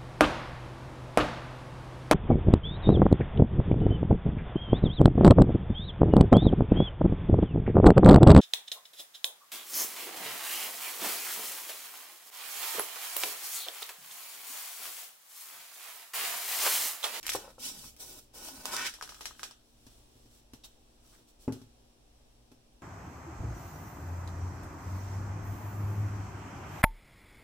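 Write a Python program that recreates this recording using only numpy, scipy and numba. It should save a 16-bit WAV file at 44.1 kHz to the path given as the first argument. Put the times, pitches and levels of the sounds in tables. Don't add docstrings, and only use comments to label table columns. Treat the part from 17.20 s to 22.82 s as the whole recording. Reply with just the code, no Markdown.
import sys
import numpy as np
from scipy import signal
from scipy.fft import rfft, irfft
from scipy.io import wavfile
from scipy.ndimage import uniform_filter1d
from numba import njit

SR = 44100
rng = np.random.default_rng(int(sys.argv[2]) if len(sys.argv) > 2 else 0)


def store_wav(level_fs):
    pcm = np.round(np.clip(np.atleast_2d(level_fs), -1, 1) * 32767)
    wavfile.write(sys.argv[1], SR, pcm.T.astype(np.int16))


N = 247842
T = np.arange(N) / SR


def undb(db):
    return 10 ** (np.asarray(db) / 20)


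def unit(x):
    return x / np.sqrt(np.mean(x ** 2))


def colour(x, points):
    size = 4096
    hz, db = np.transpose(points)
    f = np.fft.rfftfreq(size, 1 / SR) + 1
    cepstrum = irfft(np.log(undb(np.interp(np.log(f), np.log(hz), db))))
    cepstrum[1:size // 2] *= 2
    cepstrum[size // 2 + 1:] = 0
    response = irfft(np.exp(rfft(cepstrum))).reshape((1,) * (x.ndim - 1) + (-1,))
    return signal.fftconvolve(x, response, axes=-1)[..., :x.shape[-1]]


def cut(x, hz, kind, order=2):
    sos = signal.butter(order, np.minimum(hz, SR / 2 - 1), kind, fs=SR, output="sos")
    return signal.sosfilt(sos, x)


def add(out, s, x):
    i = max(int(s * SR), 0)
    out[..., i:i + x.shape[-1]] += x[..., :max(N - i, 0)]


@njit
def resonate(x, hz, damping):
    y, band, low = np.empty(len(x)), 0., 0.
    for i in range(len(x)):
        g = np.tan(np.pi * hz[i] / SR)
        v = (band + g * (x[i] - low)) / (1 + g * (g + damping))
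        band, low = 2 * v - band, low + 2 * g * v
        y[i] = damping * v
    return y


def echo(x, lag):
    samples = np.arange(len(x))
    return np.interp(samples - lag, samples, x)


def fade(t, t60):
    return np.exp(-np.log(1000) * t / t60)


def walk(rate):
    hold = int(SR / rate)
    steps = np.repeat(rng.standard_normal(N // hold + 1), hold)
    return unit(uniform_filter1d(uniform_filter1d(steps, hold), hold)[:N])


def grains(rate, spread_db):
    size = undb(spread_db * np.minimum(rng.exponential(size=N), 4))
    return unit((rng.random(N) < rate / SR) * size * rng.choice([-1, 1], N))


def burst(t60):
    t = T[:SR // 5]
    return rng.standard_normal((2, len(t))) * fade(t, t60)


def ring(modes):
    t = T[:SR // 2]
    y = sum(undb(db) * np.sin(2 * np.pi * hz * t) * fade(t, t60) for hz, db, t60 in modes)
    y *= 1 - fade(t, t60=0.0084)
    return y / np.abs(y).max()


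# f/Hz, t60/s
WALL_DECAY = [(100, 0.37), (500, 0.27), (2000, 0.4), (6000, 0.29), (15000, 0.2)]
def room(x, near_db, far_db, near_t60):
    t = T[:SR // 2]
    hz, t60 = np.transpose(WALL_DECAY)
    edges = np.geomspace(60, 20000, 9)
    mid, side = rng.standard_normal((2, len(t)))
    side = cut(side, 700, "high", order=1)
    noise = np.array([mid + side, mid - side]) / np.sqrt(2)
    tail = sum(cut(noise, [low, high], "band") * fade(t, np.interp(np.sqrt(low * high), hz, t60))
               for low, high in zip(edges, edges[1:]))
    near = undb(near_db) * unit(noise[:, ::-1] * fade(t, near_t60) * (t > .002))
    far = undb(far_db) * unit(tail * (t > .008))
    response = (near + far) / np.sqrt(len(t))
    return x + signal.fftconvolve(np.atleast_2d(x), response, axes=-1)[:, :N]


# f/Hz, relative level/dB
ROOM_TONE = [(20, -3.5), (62, 1), (86, -20.5), (120, -8), (170, -22.5), (250, -16.5), (450, -19),
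             (760, -22), (1400, -32.5), (2400, -32.5), (3500, -30.5), (9000, -35.5), (16000, -39.5)]
# f/Hz, level/dB
HUM_TONES = [(118.4, -77), (236.9, -76), (301.5, -80), (376.8, -89.5)]
def workshop(air_db=-62):
    mid, side = rng.standard_normal((2, N))
    side = 0.13 * side + cut(side, 553, "high", order=1)
    air = unit(colour(np.array([mid + side, mid - side]), ROOM_TONE))
    hum = np.zeros(N)
    for hz, db in HUM_TONES:
        peak = np.sqrt(2) * undb(db + 1.3 * walk(rate=5.1))
        hum += peak * np.sin(2 * np.pi * hz * T + 0.32 * walk(rate=5))
    return air * undb(air_db + 0.77 * walk(rate=4.27)) + hum


# t/s, length/s, level/dB
SLIDES = [(0.0, 0.022, -56.5), (0.29, 0.13, -70), (1.74, 0.26, -55.5), (1.945, 0.21, -54),
          (2.132, 0.2, -56.5), (2.3, 0.35, -70.5), (2.56, 0.33, -64.5), (2.828, 0.32, -68),
          (3.087, 0.14, -63.5), (3.438, 0.028, -49), (3.2, 1.2, -75.5), (3.812, 0.22, -64.5),
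          (4.069, 0.051, -65), (4.187, 0.088, -60), (4.32, 0.13, -67)]
# f/Hz, relative level/dB
SLIDE_SPECTRUM = [(300, 3), (1000, -2), (2000, -8), (3500, -0.5), (8000, -0.5), (12000, -2.5),
                  (16000, -0.5)]
def rubs():
    swell = np.zeros(N)
    for s, length, db in SLIDES:
        add(swell, s, undb(db) * np.sqrt(np.hanning(int(length * SR))))
    slips = np.array([grains(rate=2500, spread_db=0) for _ in range(2)])
    friction = unit(colour(slips, SLIDE_SPECTRUM))
    return room(friction * swell, near_db=-4.5, far_db=-5.5, near_t60=0.037)


# start t/s, end t/s, swell of the fizz/(dB/s), fizz level/dB,
# drum level/dB, flutter level/dB, drum start f/Hz, end f/Hz, flutter start f/Hz, end f/Hz
FILM_PULLS = [(0.021, 0.166, 46.5, -53.5, -54.5, -68.5, 2000, 2240, 324, 440),
              (0.167, 0.306, -49, -56, -59.5, -63.5, 750, 800, 490, 586),
              (0.38, 0.674, -15.5, -49, -65.5, -62, 830, 740, 382, 112),
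              (0.782, 0.991, -25, -52.5, -64.5, -65.5, 720, 630, 447, 325),
              (1.129, 1.457, -8.5, -53.5, -60, -62, 780, 770, 455, 220),
              (1.439, 1.554, 120, -53.5, -50, -61, 865, 1020, 210, 240),
              (1.547, 1.671, 5, -40.5, -40, -59, 1380, 2000, 270, 250)]
# f/Hz, relative level/dB
GLUE_SPECTRUM = [(250, -33), (700, -18), (1500, -17), (2800, -4.5), (4400, -1.5), (5700, -1), (7600, -2.5),
                 (11000, -5.5), (16000, -4.5)]
def peel():
    _, _, _, fizz_db, drum_db, _, start_hz, end_hz, _, _ = np.transpose(FILM_PULLS)
    grip = undb(1.04 * walk(rate=97))
    snaps = np.array([grains(rate=7000, spread_db=4.5) for _ in range(2)])
    mirrored = np.array([echo(port, SR * 0.000697 * undb(2 * walk(rate=14))) for port in snaps])
    fizz = unit(colour(snaps + .5 * mirrored, GLUE_SPECTRUM))
    fizz *= pull_gain(fizz_db, speed_share=1, release_t60=0.24)
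    hz = pull_glide(start_hz, end_hz)
    drum = resonate(grains(rate=1400, spread_db=2.5), hz, damping=0.68) / np.sqrt(hz)
    drum = unit(cut(drum, 3800, "low")) * pull_gain(drum_db, speed_share=0.39)
    return room((fizz + drum) * grip, near_db=0.5, far_db=-14.5, near_t60=0.035)


# t/s, half width/s, lift of the fizz/dB
GLUE_SURGES = [(0.098, 0.0077, 21.5), (0.135, 0.0078, 14), (0.157, 0.008, 11), (0.466, 0.038, 10.5),
               (0.812, 0.027, 3), (1.277, 0.035, 8.5), (1.535, 0.02, 5.5), (1.666, 0.016, 5.5)]
def pull_gain(levels_db, speed_share, release_t60=0.12, attack_s=0.026):
    surge_db = sum(db * np.exp(-((T - s) / width) ** 2) for s, width, db in GLUE_SURGES)
    power = 0
    for (start, end, swell, *_), db in zip(FILM_PULLS, levels_db):
        attack = np.clip((T - start) / attack_s, 0, 1)
        release = fade(np.maximum(T - end, 0), release_t60)
        speed_db = swell * np.clip(T - start, 0, end - start) + surge_db
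        power += (attack * release * undb(db + speed_share * speed_db)) ** 2
    return np.sqrt(power)


def pull_glide(start_hz, end_hz):
    times = np.maximum.accumulate(np.array(FILM_PULLS)[:, :2].ravel())
    hz = np.column_stack([start_hz, end_hz]).ravel()
    return np.exp(np.interp(T, times, np.log(hz)))


def flutter():
    *_, flutter_db, _, _, start_hz, end_hz = np.transpose(FILM_PULLS)
    hz = pull_glide(start_hz, end_hz)
    span = resonate(rng.standard_normal(N), hz, damping=0.3)
    span = resonate(span, hz, damping=0.86) / np.sqrt(hz)
    heave = cut(rng.standard_normal(N), [90, 240], "band")
    shiver = (unit(span) + undb(-5) * unit(heave)) * pull_gain(flutter_db, speed_share=0.12)
    return room(shiver, near_db=-6.5, far_db=-8.5, near_t60=0.022)


def pop(hz):
    cycles = T[:SR // 20] * hz
    snap = np.sin(2 * np.pi * cycles) * (1 - np.exp(-2 * cycles)) * fade(cycles, t60=5.5)
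    return cut(snap, hz / 2, "high")


# t/s, pop level/dB, pop f/Hz, crack level/dB, rattle level/dB
BUCKLES = [(0.029, -40, 2250, -29, -44.5), (0.055, -22, 1910, -42, -56), (0.066, -23, 2120, -13, -35),
           (0.080, -20, 2280, -18.5, -55), (0.0922, -9, 2270, -19, -35), (0.118, -17, 2230, -28, -29.5),
           (0.641, -35, 1060, -44, -53), (0.764, -60, 1020, -41.5, -54.5), (1.286, -29.5, 810, -38, -51),
           (1.455, -20, 950, -15.5, -34), (1.5652, -22, 1390, -12, -38), (1.666, -32, 2760, -17.5, -40),
           (1.738, -31, 1700, -38, -38), (1.811, -18, 1420, -30, -55), (1.824, -25, 1020, -23, -33),
           (1.876, -32, 1410, -34, -64), (1.891, -29, 1200, -32, -38), (1.921, -30, 1030, -48, -48),
           (1.944, -34, 1490, -34, -44.5), (2.008, -26, 1040, -34, -35.5), (2.055, -26, 2750, -16, -29.5),
           (2.109, -29.5, 1120, -50, -59), (2.194, -25.5, 1560, -33, -42.5), (2.231, -19, 1300, -19.5, -30),
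           (2.310, -39, 1260, -31.5, -46.5)]
# f/Hz, relative level/dB
CRACK_SPECTRUM = [(300, -3.5), (600, -1), (1300, -5.5), (2600, -3.5), (5500, -1), (9000, -6), (12000, -3),
                  (16000, -12)]
def creases(relax_s=(1.78, 2.3), small_per_s=26, small_db=-40, small_hz=1300):
    pops, cracks = np.zeros(N), np.zeros((2, N))
    for s, pop_db, hz, crack_db, rattle_db in BUCKLES:
        crack = undb(crack_db) * burst(t60=0.0037) + undb(rattle_db) * burst(t60=0.13)
        add(pops, s + 0.00061, undb(pop_db) * pop(hz))
        add(cracks, s + .0008, cut(crack, hz * .4, "high"))
    first, last = relax_s
    for when, size, pitch in rng.random((int(small_per_s * (last - first)), 3)):
        small_pop = undb(small_db) * (.5 + size) * pop(small_hz * 2 ** (pitch - .5))
        add(pops, first + when * (last - first), small_pop)
    return room(pops + colour(cracks, CRACK_SPECTRUM), near_db=-6.5, far_db=-9, near_t60=0.048)


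# t/s, relative level/dB
TREBLE_LIFT = [(0.5, 2.5), (0.85, 8.5), (1.46, 5), (1.55, -2), (1.85, -7), (2.25, -8)]
def film_sheen(sound):
    treble = sound - uniform_filter1d(sound, size=3, axis=-1)
    lift = undb(np.interp(T, *np.transpose(TREBLE_LIFT)))
    return sound + treble * (lift - 1)


# t/s, level/dB
FILM_FLAPS = [(0.1484, -22.5), (0.151, -21.5), (0.158, -30), (0.243, -42.5), (0.277, -39.5), (0.381, -41.5)]
# f/Hz, relative level/dB, t60/s
FILM_MODES = [(137, -15, .08), (315, -17, 0.135), (398, -5.5, 0.086), (506, 11, 0.033), (816, 4, 0.037),
              (903, 6.5, 0.034), (1015, 2.5, 0.04), (1323, 4, 0.028), (1750, -28, .03)]
def flaps():
    out = np.zeros(N)
    for s, db in FILM_FLAPS:
        add(out, s, undb(db) * ring(FILM_MODES))
    return room(out, near_db=-5, far_db=-9.5, near_t60=0.041)


# t/s, level/dB, low-pass f/Hz, tick level/dB, share of ring time the grip leaves
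PANEL_BLOWS = [(0.65, -39.5, 89, -67, 0.58), (2.667, -41, 160, -49, 0.57), (2.956, -50.5, 302, -66, 0.66),
               (3.057, -48, 200, -59, 0.32), (3.335, -38.5, 1110, -45, 0.37),
               (3.439, -66, 1500, -48.5, 0.35), (4.278, -19, 680, -51.5, 0.98),
               (4.323, -31, 300, -40, 0.82), (4.359, -38, 400, -64, 0.93), (4.416, -46, 895, -53.5, 0.77),
               (5.316, -49, 2500, -55, 1)]
# f/Hz, relative level/dB, t60/s
PANEL_MODES = [(116.4, -8.5, 0.31), (155, -3, 0.1), (227, -11.5, 0.27), (260.7, 3.5, 0.13),
               (299, -7.5, 0.13), (382, -1, 0.068), (444, -13, 0.16), (552, -10, 0.1), (630, -30, 0.067),
               (853, -9, 0.078), (1040, -8, 0.028), (1310, -10.5, 0.028), (1460, -19, 0.027),
               (2580, -16, 0.043)]
def knocks(buzz_db=-33.5):
    out, ticks = np.zeros(N), np.zeros((2, N))
    for s, db, edge_hz, tick_db, free in PANEL_BLOWS:
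        body = ring([(hz, mode_db, t60 * free) for hz, mode_db, t60 in PANEL_MODES])
        buzz = cut(burst(t60=0.12 * free)[0], [300, 1500], "band")
        for part in (body, undb(buzz_db) * unit(buzz)):
            add(out, s, undb(db) * cut(part, edge_hz, "low", order=1))
        tick = burst(t60=0.0068) + undb(-1) * burst(t60=0.13)
        add(ticks, s, undb(tick_db) * tick)
    return room(out + colour(ticks, CRACK_SPECTRUM), near_db=-18, far_db=-7, near_t60=0.016)


# t/s, length/s, start f/Hz, end f/Hz, level/dB
FINGER_SQUEAKS = [(3.434, 0.015, 3950, 3800, -52.5), (3.828, 0.04, 700, 1700, -74.5),
                  (3.911, 0.055, 890, 2220, -68.5), (3.974, 0.046, 300, 315, -66)]
def squeaks():
    out = np.zeros(N)
    for s, length, start_hz, end_hz, db in FINGER_SQUEAKS:
        n = int(length * SR)
        hz = np.geomspace(start_hz, end_hz, n)
        squeal = unit(resonate(rng.standard_normal(n), hz, damping=0.28))
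        add(out, s, undb(db) * squeal * np.sqrt(np.hanning(n)))
    return room(out, near_db=1, far_db=-10, near_t60=0.14)


def scene():
    film = film_sheen(peel() + creases()) + flutter() + flaps()
    panel = knocks() + rubs() + squeaks()
    return workshop() + film + panel


# f/Hz, relative level/dB
PORT_RESPONSE = [(1150, -0.5), (1600, -0.5), (2050, -2.5), (2550, 1), (3400, 1), (4700, 0), (5700, 4),
                 (6700, -4), (7600, 2), (8500, -4), (9500, 2), (10700, -4.5), (11600, -0.5), (12800, -4),
                 (15500, -2.5)]
def record(dry):
    ported = colour(dry, PORT_RESPONSE)
    left = colour(ported[0], [(100, 0.1), (400, 2.5), (5000, -1.0), (9000, 2.0), (15000, -5.5)])
    right = colour(ported[1], [(100, 0.36), (400, -0.24), (5000, -0.68), (9000, 1.26), (15000, -0.073)])
    top_cut = signal.ellip(10, .2, 70, 15900, fs=SR, output="sos")
    return signal.sosfilt(top_cut, np.array([left, right]))


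dry = scene()
out = record(dry)
store_wav(out)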